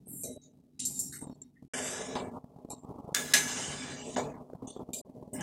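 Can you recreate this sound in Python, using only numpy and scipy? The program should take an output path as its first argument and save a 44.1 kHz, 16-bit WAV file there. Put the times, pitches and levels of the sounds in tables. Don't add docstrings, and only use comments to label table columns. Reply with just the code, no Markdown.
import sys
import numpy as np
from scipy import signal
from scipy.fft import rfft, irfft
from scipy.io import wavfile
from scipy.ndimage import uniform_filter1d

SR = 44100
rng = np.random.default_rng(int(sys.argv[2]) if len(sys.argv) > 2 else 0)


def inscribe(sig):
    pcm = np.round(np.clip(np.atleast_2d(sig).T, -1, 1) * 32767)
    wavfile.write(sys.argv[1], SR, pcm.astype(np.int16))


N = 239066


def undb(db):
    return 10 ** (np.asarray(db) / 20)


def unit(x):
    return x / np.sqrt(np.mean(x ** 2))


def band(x, lo_hz, hi_hz, order=5):
    edges = [lo_hz, min(hi_hz, .45 * SR)]
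    return signal.sosfilt(signal.butter(order, edges, "band", fs=SR, output="sos"), x)


def gains(spans):
    t = np.arange(N) / SR
    power = np.zeros(N)
    for start, end, start_db, end_db in spans:
        inside = (t >= start) & (t < end)
        power[inside] += undb(np.linspace(start_db, end_db, num=inside.sum())) ** 2
    return uniform_filter1d(np.sqrt(power), size=70)


def flicker(rate, spread_db):
    k = int(SR / rate)
    steps = np.repeat(rng.standard_normal(N // k + 1), k)
    smooth = uniform_filter1d(uniform_filter1d(steps, k), k)[:N]
    return undb(0.91 * spread_db * smooth)


def resonate(x, modes, between_db):
    f = np.fft.rfftfreq(N, 1 / SR)
    peaks = sum(undb(db) / (1 + 2j * (f - hz) / width) for hz, width, db in modes)
    return irfft(rfft(x) * (undb(between_db) + peaks), N)


def add(out, s, x):
    i = int(s * SR)
    out[i:i + len(x)] += x[:N - i]


# frequency in Hz, relative level in dB.
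RUMBLE_SPECTRUM = [(15, -61), (25, -33), (61, -10), (135, -9), (212, -9), (251, -10.5), (302, -8.5),
                   (690, -15), (1400, -12.5), (1820, -64), (3080, -120)]
# frequency in Hz, width in Hz, relative level in dB.
WATER_MODES = [(146.7, 9.2, -4), (191, 10, -7.5), (251.1, 16, 2), (442, 2.5, -18.5), (609, 12, -10),
               (830, 2.6, -5.5)]
# start in seconds, rumble level in dB, gurgle and fine gurgle levels in dB relative to the rumble.
WATER_STEPS = [(0.0, -52.5, -26, -21), (0.065, -51, -27, -30), (0.236, -48, 2, -36),
               (0.377, -56.5, -18, -27.5), (0.795, -49.5, -24.5, -23.5), (1.214, -50, -13, -10.5),
               (1.331, -58.5, -25, -25), (1.735, -47, 0, -4), (2.388, -54.5, -4.5, -9.5),
               (2.83, -54, -3, -4), (3.148, -46, -5, -8.5), (4.434, -53.5, 0, -9), (4.846, -53, -2.5, -16),
               (5.05, -53.5, -4, -13.5), (5.33, -41.5, -9, -12)]
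# start in seconds,
# length in seconds, starting levels of rumble, gurgle and fine gurgle in dB.
SWELLS = [(0.071, 0.039, -70, -54, -72), (0.535, 0.082, -64.5, -79, -73), (0.902, 0.14, -72, -72, -59.5),
          (1.355, 0.11, -61, -58, -67), (1.623, 0.034, -59, -58, -77), (2.154, 0.14, -47, -36, -34),
          (2.703, 0.1, -77, -56, -46.5), (2.916, 0.076, -60, -58, -57), (3.338, 0.17, -51.5, -42, -46),
          (4.165, 0.15, -46.5, -29.5, -32), (4.622, 0.041, -45, -55, -61), (4.764, 0.021, -60, -50, -42.5),
          (4.801, 0.038, -47, -38, -50), (5.094, 0.015, -53, -50, -65)]
# rumble, gurgle and fine gurgle in dB.
SWELL_FADE_DB = (1, 30.5, 32)


def simmer():
    f = np.maximum(np.fft.rfftfreq(N, 1 / SR), 1)
    hz, db = np.transpose(RUMBLE_SPECTRUM)
    spectrum = undb(np.interp(np.log(f), np.log(hz), db))
    noise = irfft(rfft(rng.standard_normal(N)) * spectrum, N)
    noise = resonate(noise * flicker(45, 2.0), WATER_MODES, -16)
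    ends = [row[0] for row in WATER_STEPS[1:]] + [N / SR]
    out = 0
    for k, (lo_hz, hi_hz) in enumerate([(25, 368), (370.7, 684), (692, 1040)]):
        held = []
        for row, end in zip(WATER_STEPS, ends):
            level_db = row[1] + (row[k + 1] if k else 0)
            held.append((row[0], end, level_db, level_db))
        swells = []
        for row in SWELLS:
            start, length, start_db = row[0], row[1], row[k + 2]
            swells.append((start, start + length, start_db, start_db - SWELL_FADE_DB[k]))
        uneven = flicker(22.16, 5.5) if k else 1
        layer = unit(band(noise, lo_hz, hi_hz, order=5 if k < 2 else 2))
        out = out + layer * (gains(held) * uneven + gains(swells))
    return out


# start in seconds, level in dB before a common
# 4 dB lift, starting pitch in Hz, relative length of the decay (1 = 1.6 cycles).
POPS = [(0.377, -40.5, 285, 0.24), (1.212, -52, 253, 0.94), (1.223, -33, 233, 0.75),
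        (1.243, -42, 232, 0.41), (1.27, -37.5, 246, 0.92), (1.297, -37, 220, 0.69), (1.325, -46, 235, 0.77),
        (1.625, -39.5, 206, 0.42), (2.441, -36, 157, 0.31), (2.559, -46, 134, 1), (2.586, -46.5, 342, 0.74),
        (2.648, -35, 245, 0.56), (2.687, -43.5, 220, 0.74), (2.706, -35.5, 194, 0.29),
        (2.732, -36, 250, 0.68), (2.834, -42.5, 343, 0.52), (2.847, -31.5, 218, 0.31),
        (2.888, -40.5, 124, 1), (2.901, -34, 298, 0.49), (2.911, -30, 217, 0.25), (2.959, -42, 277, 1),
        (2.985, -35.5, 246, 0.89), (2.999, -38, 230, 0.82), (3.043, -36.5, 155, 0.44),
        (3.077, -35.5, 181, 0.45), (3.09, -32.5, 414, 0.58), (3.119, -38, 156, 0.6),
        (3.127, -35, 440, 0.36), (4.5, -37.5, 535, 0.41), (4.533, -34, 394, 0.51),
        (4.549, -38.5, 145, 0.72), (4.626, -46, 234, 0.81), (4.676, -35, 225, 0.34),
        (4.704, -43, 240, 0.78), (4.764, -37, 332, 0.95), (4.794, -32.5, 315, 0.6),
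        (4.889, -36, 249.5, 0.97), (4.904, -35.5, 255, 0.38), (5.093, -40.5, 320, 0.75),
        (5.226, -33.5, 306, 0.41), (5.276, -41, 183, 1), (5.334, -54, 256, 0.81)]


def pops():
    out = np.zeros(N)
    for s, db, hz, cycles in POPS:
        length = min(int(12 * SR / hz), 3000)
        turns = np.arange(length) * hz / SR
        swell = (1 - np.exp(-turns / .12)) * np.exp(-turns / (1.6 * max(cycles, .1)))
        noise = band(rng.standard_normal(length), 340, 788, order=2)
        tone = np.sin(2 * np.pi * turns * (1 + 0.0563 * turns))
        add(out, s, undb(db + 4.0) * swell * (tone + 2.48 * noise))
    return band(out, 36, 1400, order=2)


# time in seconds, level in dB.
WHINE_LEVELS = [(0.15, -91), (0.238, -84), (0.242, -63), (0.346, -59), (0.54, -91), (0.68, -89),
                (0.79, -66.5)]


def whine():
    spans = [(s0, s1, db0, db1) for (s0, db0), (s1, db1) in zip(WHINE_LEVELS, WHINE_LEVELS[1:])]
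    tone = np.sqrt(2) * np.sin(2 * np.pi * 3900 * np.arange(N) / SR)
    return tone * flicker(37, 2.1) * gains(spans)


# start in seconds, end in seconds.
ON_RIM = [(0, 1.7), (2.6, 2.9), (4.9, 5.03)]


def on_rim(s):
    return sum((s >= start) & (s < end) for start, end in ON_RIM) > 0


def ring(modes, t, damping):
    phases = rng.uniform(0, 2 * np.pi, len(modes))
    x = 0
    for (hz, db, t60), phase in zip(modes, phases):
        decay = np.exp(-np.log(1000) * damping * t / t60)
        x = x + undb(db) * decay * np.sin(2 * np.pi * hz * t + phase)
    return x / np.max(np.abs(x))


# pitch in Hz, relative level in dB, t60 in seconds before damping.
BOWL_RING = [(1287, -20, 0.46), (1680, 0, 0.34), (2099, -16, 0.52), (2266, -12, 0.58), (2670, -17, 0.42),
             (3338, -18, 0.5), (4689, -25, 0.37), (4980, -21, 0.45), (5749, -5, 0.15), (6115, -6, 0.71),
             (6390, -5, 0.2), (6605, -12, 0.37), (6853, -17, 0.66), (7192, -7, 0.2), (7321, -21, 0.78),
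             (7967, -11, 0.24), (8312, -24, 1.3), (8603, -16, 0.36), (8909, -20, 0.45), (9044, -23, 0.52)]
# pitch in Hz, relative level in dB, t60 in seconds before damping.
RIM_RING = [(2410, -1.5, 0.12), (3770, -16, 0.22), (4100, -18.5, 0.8), (5900, -16, 0.34), (8200, -7.5, 1),
            (7946, -15.5, 0.27), (9600, -8.5, 0.28), (11450, -6, 0.38), (10600, -3.5, 0.21),
            (12420, -9, 0.25), (13440, -9, 0.21), (14820, -32.5, 0.48)]
# pitch in Hz, relative level in dB, t60 in seconds before damping.
THUD = [(231, 7.5, 0.26), (476, -34.5, 1.4), (522, -27, 1.1), (600, -10, 0.14), (764, -0.5, 0.041)]
# time in seconds, crack peak in dB, crack pitch in Hz (its noise band runs
# from 1/2.05 to 1.33 times this), thud and ring levels in dB relative to the crack,
# damping factor of the rattle and of the handle's ring.
BLOWS = [(0.073, -46, 10200, -24, -30.5, 2.2), (0.211, -47.5, 10770, -11, -16, 2.2),
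         (0.2367, -28.5, 9970, -27, -13, 1.9), (0.7935, -34, 4380, -25.5, -18, 3.6),
         (0.8028, -22, 7940, -35, -42, 2.2), (0.854, -36, 7110, -28, -26.5, 1.7),
         (0.898, -38, 7700, -18.5, -14.5, 1.9), (0.993, -37, 8060, -19, -17, 2.5),
         (2.155, -29.5, 2800, -1, -39, 2), (2.7046, -29.5, 6900, -12, -15.5, 2.5),
         (3.1484, -12, 7300, -34.5, -21.5, 1.5), (3.1672, -20.5, 3280, -28, -15, 2.2),
         (3.182, -27, 3273, -32, -16.5, 1.2), (3.3397, -4, 7280, -32.5, -13.5, 1.1),
         (4.1635, -34, 2640, -0.5, -38, 2), (4.9353, -28, 8200, -13.5, -7, 1.55),
         (5.4092, -27, 8400, -1.5, -7, 2)]


def blows():
    out = np.zeros(N)
    t = np.arange(SR // 2) / SR
    rise = 1 - np.exp(-t / .0002)
    for s, db, hz, thud_db, ring_db, damping in BLOWS:
        noise = band(rng.standard_normal(len(t)), hz / 2.05, hz * 1.33, order=2)
        rattle = undb(-9.5) * np.exp(-t * damping / 0.0027)
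        crack = rise * noise * (np.exp(-t / 0.00049) + rattle)
        steel = ring(RIM_RING, t, damping) if on_rim(s) else ring(BOWL_RING, t, 0.88)
        body = undb(ring_db) * steel + undb(thud_db) * ring(THUD, t, 4.6)
        blow = undb(db) * (crack / np.max(np.abs(crack)) + rise * body)
        left_s = min([end - s for _, end in DROPOUTS if end > s] + [1])
        add(out, s - .0005, blow[:int((left_s - .01) * SR)])
    return out


def rubbed(modes, crowd_db):
    slips = rng.standard_normal(N) * undb(1.7 * rng.exponential(size=N)) * flicker(70, 1.6)
    crowd_hz = np.linspace(1300, 15800, num=50) + rng.uniform(-120, 120, size=50)
    crowd = [(hz, 200, crowd_db) for hz in crowd_hz]
    out = 0
    for hz, width, db in list(modes) + crowd:
        resonance = signal.lfilter(*signal.iirpeak(hz, hz / width, SR), slips)
        out = out + undb(db) * flicker(7, 4.6) * resonance
    return unit(out)


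# resonance in Hz, width in Hz, relative level in dB.
BOWL_STEEL = [(1703, 26, 4), (2025, 45, -17.5), (2300, 34, -2.5), (2930, 120, -10.5), (3562, 21, 1.5),
              (4000, 53, -8), (5160, 33, -4.5), (5700, 8, -9.5), (6270, 57, -2), (6777, 78, 1.5),
              (7570, 32, 0.5), (8010, 270, -6.5), (7600, 390, -13), (8600, 28, -29), (10400, 51, -8.5),
              (10500, 89, -21.5), (10900, 37, -8.5), (10660, 54, -21.5), (11170, 25, -27),
              (11030, 34, -31.5), (12400, 93, -21), (12530, 60, -38), (13100, 67, -40), (14600, 82, -33.5)]
# resonance in Hz, width in Hz, relative level in dB.
RIM_STEEL = [(2290, 22, -28), (2700, 27, -26.5), (3260, 200, -26), (3904, 61, -11), (3760, 47, -7.5),
             (4370, 66, -17.5), (5900, 24, -10), (6340, 100, -13.5), (7410, 270, -1.5), (8460, 360, -8.5),
             (9730, 94, -6.5), (10400, 110, -6), (11500, 430, -6), (11600, 49, -6.5), (12400, 240, -13),
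             (12800, 370, -19), (13900, 140, -23), (14400, 100, -16.5), (15400, 180, -14.5)]
# low edge in Hz, high edge in Hz.
STEEL_BANDS_HZ = [(1000, 1450), (1450, 2200), (2200, 3600), (3600, 4600), (4600, 6700), (6700, 9450),
                  (9450, 12150), (12150, 16000)]
BOWL_BANDS_DB = [-6, -0.6, -1, -8, 0, 3.5, -6, -5.5]
RIM_BANDS_DB = [-7.5, 1.4, -4.5, -4.5, -1.5, 6.5, -1.4, -6.5]
# start in seconds, end in seconds, relative start and end levels in dB,
# bend of the fade (1 = even, more = quick change first), low edge of the range in octaves over 1 kHz,
# its top edge at the start and at the end in octaves over 1 kHz.
SCRAPE_LAYERS = [(0.056, 0.231, -56, -56, 2, 2.8, 4.7, 3.95),
                 (0.076, 0.233, -46.5, -46, 0.7, 3.24, 4.4, 3.5),
                 (0.07, 0.235, -66, -68, 1.1, 2.3, 1.8, 1.9),
                 (0.238, 0.35, -50.5, -72, 1.1, 1.15, 2.2, 1.5),
                 (0.233, 0.368, -41.5, -61, 1.6, 2.42, 3.6, 3.3),
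                 (0.417, 0.524, -52.5, -80, 0.48, 1.33, 2.48, 2.64),
                 (0.795, 0.852, -42, -50.5, 0.55, 1.41, 3.23, 3.06),
                 (0.852, 0.99, -39, -50, 3.1, 2.21, 3.9, 4.1),
                 (0.854, 1.128, -56.5, -64.5, 1.1, 1.15, 3.2, 2.4),
                 (0.991, 1.128, -39.5, -58, 1.3, 2.43, 4.1, 3.7),
                 (1.084, 1.322, -51, -73, 0.46, 3.02, 3.4, 2.64),
                 (1.124, 1.255, -48.5, -69.5, 0.64, 0.18, 6, 2.9),
                 (1.263, 1.364, -60, -68, 0.57, 1.97, 1.8, 2.6),
                 (1.418, 1.514, -57, -75, 0.42, 1.1, 2.52, 1.96),
                 (1.553, 1.619, -49.5, -69.5, 0.89, 0.5, 1.05, 1.4),
                 (1.735, 2.153, -43.5, -61, 0.18, 0.19, 3.44, 2.86),
                 (1.737, 1.8, -46, -72, 1.5, 6.2, 5.1, 5),
                 (2.154, 2.369, -43.5, -68.5, 1.6, 0.2, 2.47, 0.26),
                 (2.16, 2.369, -40.5, -66.5, 1.4, 3.33, 2.87, 2.78),
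                 (2.153, 2.273, -51, -85, 1.1, 1.1, 3.02, 2.7),
                 (2.698, 2.754, -51, -55, 0.37, 1.5, 3.64, 2.73),
                 (2.673, 2.795, -56, -76, 0.6, 1.3, 1.8, 2.05),
                 (2.759, 2.856, -45.5, -74, 1.2, 3.08, 2.54, 2.85),
                 (3.146, 3.332, -38, -50, 1.9, 0.3, 5, 4.05),
                 (3.336, 3.642, -28, -65.5, 1.86, 0.77, 3.7, 3.8),
                 (3.34, 4.032, -43.5, -61.5, 0.23, 0.32, 3.5, 2.78),
                 (3.939, 4.156, -66, -52, 5, 1.3, 2.3, 3.25),
                 (4.161, 4.428, -43.5, -63.5, 2.75, 0.17, 2.62, 0.27),
                 (4.167, 4.298, -47.5, -79, 0.84, 0.65, 2.9, 2.9),
                 (4.168, 4.422, -50, -93, 0.85, 2.8, 3.9, 3.6),
                 (4.672, 4.787, -59, -67.5, 0.9, 1.55, 1.9, 2.1),
                 (4.673, 4.824, -51, -73, 0.98, 1.55, 3.07, 2.7),
                 (4.747, 4.84, -64, -75, 0.9, 0.2, 1.2, 1.1),
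                 (4.934, 5.011, -42.5, -53.5, 1.24, 1.5, 4.5, 3.7),
                 (5.333, 5.419, -57, -49, 1, 0.55, 2.57, 1.92),
                 (5.334, 5.42, -43, -60, 1.3, 3.08, 4.9, 4.3)]


def scrape():
    rim = on_rim(np.arange(N) / SR)
    rubbing = np.where(rim, rubbed(RIM_STEEL, -15.5), rubbed(BOWL_STEEL, -8.5))
    steel = 0
    for (lo_hz, hi_hz), rim_db, bowl_db in zip(STEEL_BANDS_HZ, RIM_BANDS_DB, BOWL_BANDS_DB):
        steel = steel + unit(band(rubbing, lo_hz, hi_hz)) * np.where(rim, undb(rim_db), undb(bowl_db))
    f, t, z = signal.stft(steel, SR, nperseg=256, noverlap=128)
    fray = unit(uniform_filter1d(rng.standard_normal(z.shape), size=28, axis=1))
    scatter = fray - 1
    octave = np.log2(np.maximum(f, 1) / 1000)[:, None]
    power = np.zeros(z.shape)
    for start, end, start_db, end_db, bend, low, top_start, top_end in SCRAPE_LAYERS:
        inside = (t >= start) & (t < end)
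        left = (end - t[inside]) / (end - start)
        top = top_end + (top_start - top_end) * left + 0.14 * fray[:, inside]
        outside_db = 35.5 * np.maximum(low - octave, 0) + 68.5 * np.maximum(octave - top, 0)
        db = end_db + (start_db - end_db) * left ** max(bend, .2)
        patches = 0.4032 * np.clip(-40 - db, 0, 15) * scatter[:, inside]
        power[:, inside] += undb(db + patches - outside_db) ** 2
    hollow = np.interp(t, (1.73, 2.155), (1.99, 2.2), left=-9, right=-9)
    hollow_db = -14.5 * np.exp(-((octave - hollow) / 0.11) ** 2)
    shaped = z * np.sqrt(power) * undb(hollow_db)
    return signal.istft(shaped, SR, nperseg=256, noverlap=128)[1][:N]


def scene():
    return (simmer() + pops() + whine() + blows() + scrape())[None]


def suppress(x, threshold_db, memory):
    f, _, z = signal.stft(x, SR, nperseg=512, noverlap=384)
    recent = signal.lfilter([1 - memory], [1, -memory], np.abs(z) ** 2, axis=1)
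    gain = 1 / (1 + (undb(threshold_db) ** 2 / (recent + 1e-20)) ** 2)
    bass_floor = np.minimum((800 / np.maximum(f, 1)) ** 5, 1)[:, None]
    return signal.istft(z * np.maximum(gain, bass_floor), SR, nperseg=512, noverlap=384)[1][:N]


def gate(x, open_db, depth_db, slope):
    level_db = 10 * np.log10(uniform_filter1d(x ** 2, size=260) + 1e-14)
    cut_db = np.clip(slope * (level_db - open_db), -depth_db, 0)
    return x * undb(uniform_filter1d(cut_db, size=60))


# start in seconds, end in seconds.
DROPOUTS = [(1.681, 1.736), (5.015, 5.05)]


def record(dry):
    x = gate(suppress(dry[0], -77.5, 0.97), open_db=-47, depth_db=4.3, slope=2.6)
    envelope = np.sqrt(uniform_filter1d(x ** 2, size=110) + 1e-12)
    hiss = band(rng.standard_normal(N), 900, 13000, order=1)
    hiss = hiss + undb(5.5) * band(rng.standard_normal(N), 1100, 1300, order=1)
    x = x + undb(-47.5) * envelope ** 0.57 * hiss
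    live = np.ones(N)
    for start, end in DROPOUTS:
        live[int(start * SR):int(end * SR)] = 0
    x = x * uniform_filter1d(live, size=60)
    top_cut = signal.ellip(10, .2, 70, 15800, fs=SR, output="sos")
    return signal.sosfilt(top_cut, x)[None]


dry = scene()
out = record(dry)
inscribe(out)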